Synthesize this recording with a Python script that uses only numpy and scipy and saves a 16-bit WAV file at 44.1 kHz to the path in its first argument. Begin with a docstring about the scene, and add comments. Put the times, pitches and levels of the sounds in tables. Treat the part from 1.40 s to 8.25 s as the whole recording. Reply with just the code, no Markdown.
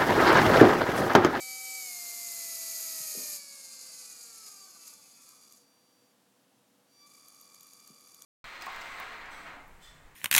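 """In a quiet room a small three-pole brushed motor, held in a hand over a table, runs from a chopped supply.
A knob turned by hand takes it from full speed down to a stall, then restarts it at a crawl.
Brush friction and arcing are noise pulsed by the passing segments and coloured by the steel can; rotor tones
follow the shaft speed; the windings sing at multiples of the chopping rate. Caught brushes scrape, segments tick,
and the hands bump the bench, whose modes ring."""
import sys
import numpy as np
from scipy import signal
from scipy.fft import rfft, irfft, next_fast_len
from scipy.io import wavfile

SR = 44100
rng = np.random.default_rng(int(sys.argv[2]) if len(sys.argv) > 2 else 0)


def persist_wave(psi):
    """Save psi, clipped to +-1, as 16-bit WAV."""
    counts = np.round(np.clip(psi, -1, 1) * 32767).astype(np.int16)
    wavfile.write(sys.argv[1], SR, np.atleast_2d(counts).T)


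N = 302085
TIME, BINS = np.arange(N) / SR, np.arange(N // 2 + 1) * SR / N  # [s], [Hz]

# room background, relative spectrum: (frequency [Hz], level [dB])
ROOM_SPECTRUM = [(15, -77), (25, -52), (98, -17.5), (128, -8.5), (164, -10.5), (193, -3.5), (268, -5.5),
                 (451, -13), (489, -5), (531, -10.5), (757, -11), (2380, -20.5), (2800, -18.5),
                 (11300, -23), (17000, -29)]
# faint, slowly wavering room tones, middle levels: (frequency [Hz], level [dB])
ROOM_HUMS = [(274.5, -83), (489.9, -84), (7483, -95)]
# soft bumps on the bench: (time [s], strength [dB], pitch of the contact [Hz])
BENCH_BUMPS = [(1.598, -50.5, 140), (1.750, -49, 428), (1.760, -52, 330), (1.771, -43.5, 216),
               (1.782, -46, 258), (1.783, -55, 457), (1.790, -54.5, 614), (1.811, -58, 480),
               (1.829, -62, 250), (6.501, -50, 196)]
# modes of the bench: (frequency [Hz], relative level [dB], decay by 60 dB [s])
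BENCH_MODES = [(151, -2, 0.05), (220, -11, 0.07), (261, -7, 0.18), (350, -4, 0.096), (424, 2, 0.13),
               (496, 5.5, 0.046), (635, 4, 0.052)]
# share of each chopping period for which the supply is on: (time [s], duty [0-1])
SUPPLY_DUTY = [(.5, 1), (1.6, 0.88), (3.2, 0.64), (3.45, 0.23), (4.16, 0.08), (4.19, 0.02), (4.72, .01),
               (4.74, 0), (5.47, 0), (5.55, 0.03), (5.6, 0.06), (5.65, 0.18), (5.8, 0.14)]
# shaft speed while the knob is turned down: (time [s], speed [turns/s])
SPEED_WIND_DOWN = [(0.0, 255.1), (0.37, 254.9), (0.44, 249.3), (0.53, 239.0), (0.62, 234.2), (0.82, 231.7),
                   (1.0, 225.9), (1.18, 220.8), (1.33, 220.5), (1.5, 217.2), (1.7, 209.8), (1.85, 203.0),
                   (1.94, 199.0), (2.0, 190.2), (2.1, 186.2), (2.27, 177.7), (2.58, 169.8), (2.78, 160.5),
                   (3.05, 143.2), (3.28, 125.2), (3.42, 110.4), (3.6, 96.4)]
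# even braking to a stop: (time [s], speed [turns/s])
SPEED_BRAKING = [(3.6, 96.5), (4.21, 0)]
# uneven crawl after the restart: (time [s], speed [turns/s])
SPEED_CRAWL = [(5.64, 0), (5.72, 9.5), (5.9, 15.94), (6.08, 14.55), (6.23, 16.7), (6.44, 13.4),
               (6.58, 15.84), (6.85, 12.46)]
# song of the windings, before duty and shell:
# (multiple of chopping rate [-], steady level [dB], level of the part swinging with the poles [dB])
WINDING_OVERTONES = [(1, -63.5, -52.5), (2, -69, -58), (3, -63.5, -70), (4, -74.5, -68), (5, -60.5, -62.5),
                     (6, -100, -85), (8, -67, -83)]
# path of coil vibration to the air: (frequency [Hz], gain [dB])
COIL_PATH = [(300, -22), (660, -16), (800, -23), (1000, -17), (1230, -6), (1600, -12), (2100, -17),
             (2400, -12.5), (2700, -12), (3000, -14), (3750, -13), (4500, 3), (5200, -2.5), (5650, -15),
             (6750, 5.5), (8700, 1), (10500, -35)]
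# a brush catches, at a crawl about once a turn: (time [s], relative peak level [dB])
BRUSH_CATCHES = [(3.1023, -45), (3.477, -37), (3.535, -42), (3.8203, -46), (3.889, -41.5), (4.033, -48),
                 (4.122, -42.5), (4.1607, -50), (5.753, -56), (5.882, -43.5), (5.9457, -46), (6.011, -44),
                 (6.1442, -42), (6.2065, -42), (6.2298, -43.5), (6.2684, -46), (6.3325, -43.5), (6.4, -46),
                 (6.474, -41), (6.544, -49), (6.607, -46), (6.673, -47), (6.7435, -43), (6.8193, -35)]
# colour of a brush's scrape, relative: (frequency [Hz], level [dB])
SCRAPE_COLOUR = [(100, -50), (500, -23), (2400, -19), (3300, -11), (4700, -16), (6100, -5.5), (6800, 3.5),
                 (7700, -10), (10000, -9), (12200, -15.5), (13100, 4.5), (14200, -24), (16500, -40)]
# tones of the rotor, before bearings: (multiple of shaft speed [-], level at full speed [dB],
# fall per halving of the speed [dB], lift under heavy current [dB])
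ROTOR_ORDERS = [(2, -57.5, 49.5, 0.5), (3, -68.0, -10.5, 9.5), (5, -61.0, 22.0, -2.5), (6, -68.5, 4.0, 7.0),
                (8, -53.0, 28.0, -7.5), (9, -48.5, 15.5, 3.0), (12, -56.5, 10.0, -2.5),
                (15, -55.0, 23.5, -7.0), (18, -74.5, 7.0, 4.0), (21, -62.0, 19.0, -12.5),
                (24, -66.5, 10.5, -5.5), (27, -77.5, -2.5, 1.0), (30, -69.0, 10.5, -0.5),
                (33, -77.5, 9.5, 5.0), (36, -81.0, -4.0, 1.0), (39, -71.0, 18.5, -5.5),
                (42, -81.0, 0.0, 4.5), (45, -76.0, 10.5, -0.5), (48, -79.0, 4.0, -0.0),
                (51, -72.0, 13.0, -5.0), (54, -80.0, 4.5, 1.0), (57, -83.0, 4.0, -6.0),
                (60, -88.5, -2.5, -0.5), (63, -74.5, 12.5, -14.5)]
# path of rotor vibration through the bearings to the air: (frequency [Hz], gain [dB])
BEARING_PATH = [(250, -39), (500, -12.5), (700, -5.5), (900, -10), (1100, -21), (1700, -20), (2700, -17),
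                (3400, -10), (4200, 3), (5600, 5.5), (6300, 1.5), (8500, 9.5), (10000, 12), (14500, 5),
                (15200, -20)]
# resonances of bearings and end plates: (frequency [Hz], width [Hz], lift [dB])
END_PLATE_RESONANCES = [(766, 27, 5), (1158, 168, 12.5), (1295, 159, 13), (2232, 535, 13), (2452, 218, 12),
                        (2985, 200, 7.5), (4206, 224, 3.5), (4630, 384, 12), (5120, 400, 10),
                        (6624, 580, 15), (7460, 850, 10), (8668, 398, 5)]
# broad response of the motor, relative: (frequency [Hz], gain [dB])
BODY_RESPONSE = [(40, -101), (150, -15.5), (700, -9.5), (1700, -12), (2900, -9.5), (3500, -9), (4300, 6),
                 (5800, 4.5), (7500, 4), (8300, 3.5), (11000, 2), (12300, -4.5), (13800, 1.5), (15200, -43)]
# resonances of the steel can: (frequency [Hz], width [Hz], lift [dB])
CAN_RESONANCES = [(1324, 47, 8.5), (2336, 525, 11), (4870, 114, 6.5), (6620, 355, 11), (7380, 780, 4),
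                  (9820, 290, 5.5), (12890, 400, 10.5), (13560, 290, -5)]

ROOM_DB = -68.5
CHOP_HZ, CUTOFF_HZ = 1161.4, 17100
FULL_SPEED, BUZZ_FADE_SPEED = 255, 76  # [turns/s]; well below the second the rotor tones vanish
# segment edges passing a brush per turn, and the place of one of them [turns past rest]
SEGMENTS, SEGMENT_TURNS = 6, .39
# ticks of the sliding segments; above the fade speed [turns/s] they fade away
TICK_DB, TICK_HZ, TICK_WIDTH_HZ, TICK_FADE_SPEED = -62.5, 9500, 950, 28
# friction grows from a crawl up to the speed [turns/s] at which the brushes begin to skim
RUB_CRAWL_DB, RUB_SKIM_DB, SKIM_SPEED, RUB_CURVE = -62.5, -49.5, 163, 1.97
RUB_ONSET_SPEED, RUB_RELEASE_S = 4.9, 0.036  # full rubbing from this speed [turns/s]; decay constant after a stop
# the brushes drag for a moment: (time [s], half length [s], extra friction [dB])
DRAGS = [(3.072, 0.014, 4), (3.484, 0.069, 6), (3.866, 0.1, 3)]
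# arcing at high speed builds up, then dies at once; a faint fizz stays while current flows
ARC_FIRST_DB, ARC_FULL_DB, FIZZ_DB = -43.5, -38.5, -61.5
ARC_GROWS_S, ARC_FULL_S, ARC_ENDS_S, ARC_RELEASE_S = 0.13, 1.38, 1.96, 0.025


def from_db(db):
    """Decibel law: 20 dB is a factor of ten in amplitude."""
    return 10 ** (np.asarray(db) / 20)


def rms_one(x):
    """Normalisation to unit mean power."""
    return x / np.sqrt(np.mean(x ** 2) + 1e-20)


def in_time(rows):
    """Linear interpolation: each column of a curve, sample by sample."""
    s, *columns = np.transpose(rows)
    return [np.interp(TIME, s, c) for c in columns]


def at_hz(points, hz):
    """Interpolation of a spectrum on a logarithmic frequency axis."""
    table = np.array(points)
    return np.interp(np.log(hz + 1), np.log(table[:, 0]), table[:, 1])


def resonant_db(broad, resonances, hz):
    """Resonance: peaks, or dips, of given width stand on a broad response."""
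    peaks = sum(lift / (1 + (2 * (hz - centre) / width) ** 2) for centre, width, lift in resonances)
    return at_hz(broad, hz) + peaks


def colour(x, gain_db):
    """Linear filtering by one gain per frequency bin, then unit rms."""
    return rms_one(irfft(rfft(x) * from_db(gain_db), N))


def white():
    """White noise: equal mean power at all frequencies."""
    return rng.standard_normal(N)


def drift(rate):
    """Low-passed chance of spread 1, slower than about rate [Hz], drawn on a coarse grid and joined by lines."""
    step = 64 if rate < 100 else 4
    size = next_fast_len(N // step + 2)
    hz = np.arange(size // 2 + 1) * SR / step / size
    slow = irfft(rfft(rng.standard_normal(size)) / (1 + (hz / rate) ** 2), size)
    return np.interp(np.arange(N) / step, np.arange(size), rms_one(slow))


def tone(cycles):
    """Simple harmonic motion: a sine of rms 1 with a random starting phase."""
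    return np.sqrt(2) * np.sin(2 * np.pi * (cycles + rng.random()))


def room():
    """Stationary background: broadband air murmur and hiss, plus faint, slowly wavering tones."""
    air = from_db(ROOM_DB) * colour(white(), at_hz(ROOM_SPECTRUM, BINS))
    return air + sum(from_db(db + 2 * drift(4.1)) * tone(hz * TIME) for hz, db in ROOM_HUMS)


def bumps(rustle_db=-11.0, rustle_s=0.075, rustle_rise_s=0.013, rustle_hz=620, spread=1.36, lowest_hz=125):
    """Modal excitation: each soft contact rings the modes near its pitch, with a dull rustle and no deep bass."""
    push, shake, out = np.zeros(N), np.zeros(N), np.zeros(N)
    for s, db, hz in BENCH_BUMPS:
        click = from_db(db) * (np.arange(N) == round(s * SR))
        contact = signal.butter(2, [hz / spread, hz * spread], "band", fs=SR, output="sos")
        push += signal.sosfilt(contact, click + 1e-18)  # the offset is inaudible
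        age = np.maximum(TIME - s, 0)
        envelope = (1 - np.exp(-age / rustle_rise_s)) * np.exp(-age / rustle_s)
        shake += from_db(db) * min(hz / rustle_hz, 1) ** 2 * envelope
    for hz, db, t60 in BENCH_MODES:
        radius, step = from_db(-60 / (t60 * SR)), 2 * np.pi * hz / SR
        resonator = [1, -2 * radius * np.cos(step), radius * radius]
        out += from_db(db) * signal.lfilter([0, np.sin(step)], resonator, push)
    rustle = signal.sosfilt(signal.butter(4, rustle_hz, fs=SR, output="sos"), white())
    out += from_db(rustle_db) * shake * rms_one(rustle)
    return signal.sosfilt(signal.butter(6, lowest_hz, "high", fs=SR, output="sos"), out)


def shaft_speed():
    """Rotational kinematics [turns/s]: wound down, braked to a stop, then crawling."""
    return np.maximum(in_time([*SPEED_WIND_DOWN, *SPEED_BRAKING, *SPEED_CRAWL])[0], 0)


def speed_gain(speed, full_db, fall_db):
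    """Power law: the level changes by the same number of dB with each halving of the speed."""
    return from_db(full_db + fall_db * np.log2(speed / FULL_SPEED + 1e-9))


def arcing():
    """Exponential release: 1 while the brushes arc under heavy current, then quickly towards 0."""
    return np.exp(-np.maximum(TIME - ARC_ENDS_S, 0) / ARC_RELEASE_S)


def catches(swell_s=0.0015, delay_s=0.0027, catch_db=-6.5):
    """Transient friction: a brush catches on a rough spot and scrapes for a few milliseconds."""
    scrape = colour(white(), at_hz(SCRAPE_COLOUR, BINS))
    press = sum(from_db(db) / (1 + ((TIME - s - delay_s) / swell_s) ** 2) for s, db in BRUSH_CATCHES)
    return from_db(catch_db) * press * scrape


def segment_ticks(turns, speed, sharpness=9.3, uneven_db=4.0):
    """Periodic impact: six times a turn a segment's edge gives a thin, high tick."""
    passing = np.exp(sharpness * (np.cos(2 * np.pi * SEGMENTS * (turns - SEGMENT_TURNS)) - 1))
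    fizz = colour(white(), -20 * np.log10(1 + (2 * (BINS - TICK_HZ) / TICK_WIDTH_HZ) ** 2))
    slow = np.clip(speed / 10, 0, 1) / (1 + (speed / TICK_FADE_SPEED) ** 4)
    return from_db(TICK_DB + uneven_db * drift(60)) * slow * passing * fizz


def windings(turns, speed, duty, second=0.44, third=0.24, skew=0.28, lag=0.22,
             smoothing_speed=90, patchy_db=4.5, patchy_speed=50):
    """Modulation of a chopped current: passing poles swing each coil overtone and split it into side tones."""
    pole = 2 * np.pi * 3 * turns  # three poles per turn
    sliding = np.clip(speed / 10, 0, 1)
    smoothed = 1 / np.hypot(1, speed / smoothing_speed)  # the coils even out fast swings
    out = np.zeros(N)
    for k, steady_db, swing_db in WINDING_OVERTONES:
        angle = pole + lag * (k - 4)
        swing = np.cos(angle) + 1j * skew * (-1) ** k * np.sin(angle)
        swing += second * (k % 4 == 0) * np.exp(2j * angle)
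        swing += third / k * np.exp(3j * angle)
        # sliding contacts make the current unsteady
        swing += .3 * sliding * (drift(70) + 1j * drift(70))
        swing *= smoothed * from_db(patchy_db * np.minimum(speed / patchy_speed, 1) * drift(17))
        pulse_strength = np.sin(np.pi * k * duty)  # Fourier series of a pulse train
        carrier = np.exp(2j * np.pi * (k * CHOP_HZ * TIME + rng.random()))
        overtone = np.sqrt(2) * pulse_strength * carrier
        out += np.real(overtone * (from_db(steady_db) + from_db(swing_db) * swing))
    return out


def through_shell(vibration):
    """Transmission: the shell filters the coils' vibration on its way to the air."""
    size = next_fast_len(N + SR)  # padded against wrap-around
    hz = np.arange(size // 2 + 1) * SR / size
    return irfft(rfft(vibration, size) * from_db(at_hz(COIL_PATH, hz)), size)[:N]


def rotor_hum(turns, speed, waver_db=1.0, glide_flicker_db=1.8, flicker_hz=5000):
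    """Order spectrum: what repeats every turn sounds as a comb; tones swell gliding through resonances."""
    angle = turns + .0005 * drift(20)
    path_db, load = resonant_db(BEARING_PATH, END_PLATE_RESONANCES, BINS), arcing()
    comb = 0
    for k, full_db, fall_db, load_db in ROTOR_ORDERS:
        # the higher the tone, the more it flickers
        flicker_db = glide_flicker_db * np.minimum(k * speed / flicker_hz, 1) * drift(11.5)
        resonance_db = np.interp(k * speed, BINS, path_db)
        db = resonance_db + load_db * load + waver_db * drift(33) + flicker_db
        comb = comb + speed_gain(speed, full_db + db, fall_db) * tone(k * angle)
    # at low speed the edges pass too gently to sing
    singing = 1 - 1 / (1 + (speed / BUZZ_FADE_SPEED) ** 6)
    return singing * comb


def friction(speed):
    """Sliding friction: rubbing grows with speed, swells where the brushes drag and dies away at a stop."""
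    skim = np.minimum(speed / SKIM_SPEED, 1) ** RUB_CURVE
    drag_db = sum(db * np.exp(-((TIME - s) / half_s) ** 2) for s, half_s, db in DRAGS)
    keep = np.exp(-1 / (RUB_RELEASE_S * SR))
    turning = np.clip(speed / RUB_ONSET_SPEED, 0, 1)
    moving = np.maximum(turning, signal.lfilter([1 - keep], [1, -keep], turning))
    return moving * from_db(RUB_CRAWL_DB + (RUB_SKIM_DB - RUB_CRAWL_DB) * skim + drag_db)


def sparking(duty):
    """Addition of powers: arcs that grow and hold, and a fizz that follows the supplied power."""
    arc_db = np.interp(TIME, [ARC_GROWS_S, ARC_FULL_S], [ARC_FIRST_DB, ARC_FULL_DB])
    return np.hypot(from_db(arc_db) * arcing(), from_db(FIZZ_DB) * duty ** 0.5)


def brush_hiss(turns, speed, duty, gate_depth=0.33, gate_lag=0.43, grain_db=1.0, flutter_db=0.3,
               unsteady_db=1.28, spark_grain_db=1.0, spark_tilt_db=6.0, rub_tilt_db=5.5, rub_top_db=-6.5):
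    """Amplitude-modulated noise: friction and sparks pulse six times a turn and excite the can."""
    shell_db = resonant_db(BODY_RESPONSE, CAN_RESONANCES, BINS)
    treble, top = np.clip((BINS - 8000) / 4500, 0, 2), np.clip((BINS - 11000) / 1500, 0, 1)
    segments = np.cos(2 * np.pi * SEGMENTS * (turns - SEGMENT_TURNS) - gate_lag)
    gate = (1 + gate_depth * segments * (speed > 0)) * from_db(flutter_db * drift(40))
    rub_noise = white() * gate * from_db(grain_db * drift(570))
    rub = colour(rub_noise, shell_db + rub_tilt_db * treble + rub_top_db * top)
    spark_noise = white() * gate * from_db(spark_grain_db * drift(1500))
    sparks = colour(spark_noise, shell_db + spark_tilt_db * treble)
    return friction(speed) * from_db(unsteady_db * drift(42)) * rub + sparking(duty) * sparks


def scene():
    """Superposition: one shaft angle, counted from its place of rest, drives the motor's turning sounds."""
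    speed, duty = shaft_speed(), np.clip(in_time(SUPPLY_DUTY)[0], 0, 1)
    turns = np.cumsum(speed) / SR
    turns = turns - turns[np.argmin(speed)]
    background = room() + bumps()
    coils = through_shell(windings(turns, speed, duty))
    brushes = catches() + segment_ticks(turns, speed) + brush_hiss(turns, speed, duty)
    return (background + coils + rotor_hum(turns, speed) + brushes)[None]


def record(dry):
    """Band limitation: a steep cut of the top, after a fade-in of a few milliseconds."""
    fade = np.minimum(TIME / .004, 1)
    return signal.sosfilt(signal.ellip(10, .1, 70, CUTOFF_HZ, fs=SR, output="sos"), fade * dry)


dry = scene()
out = record(dry)
persist_wave(out)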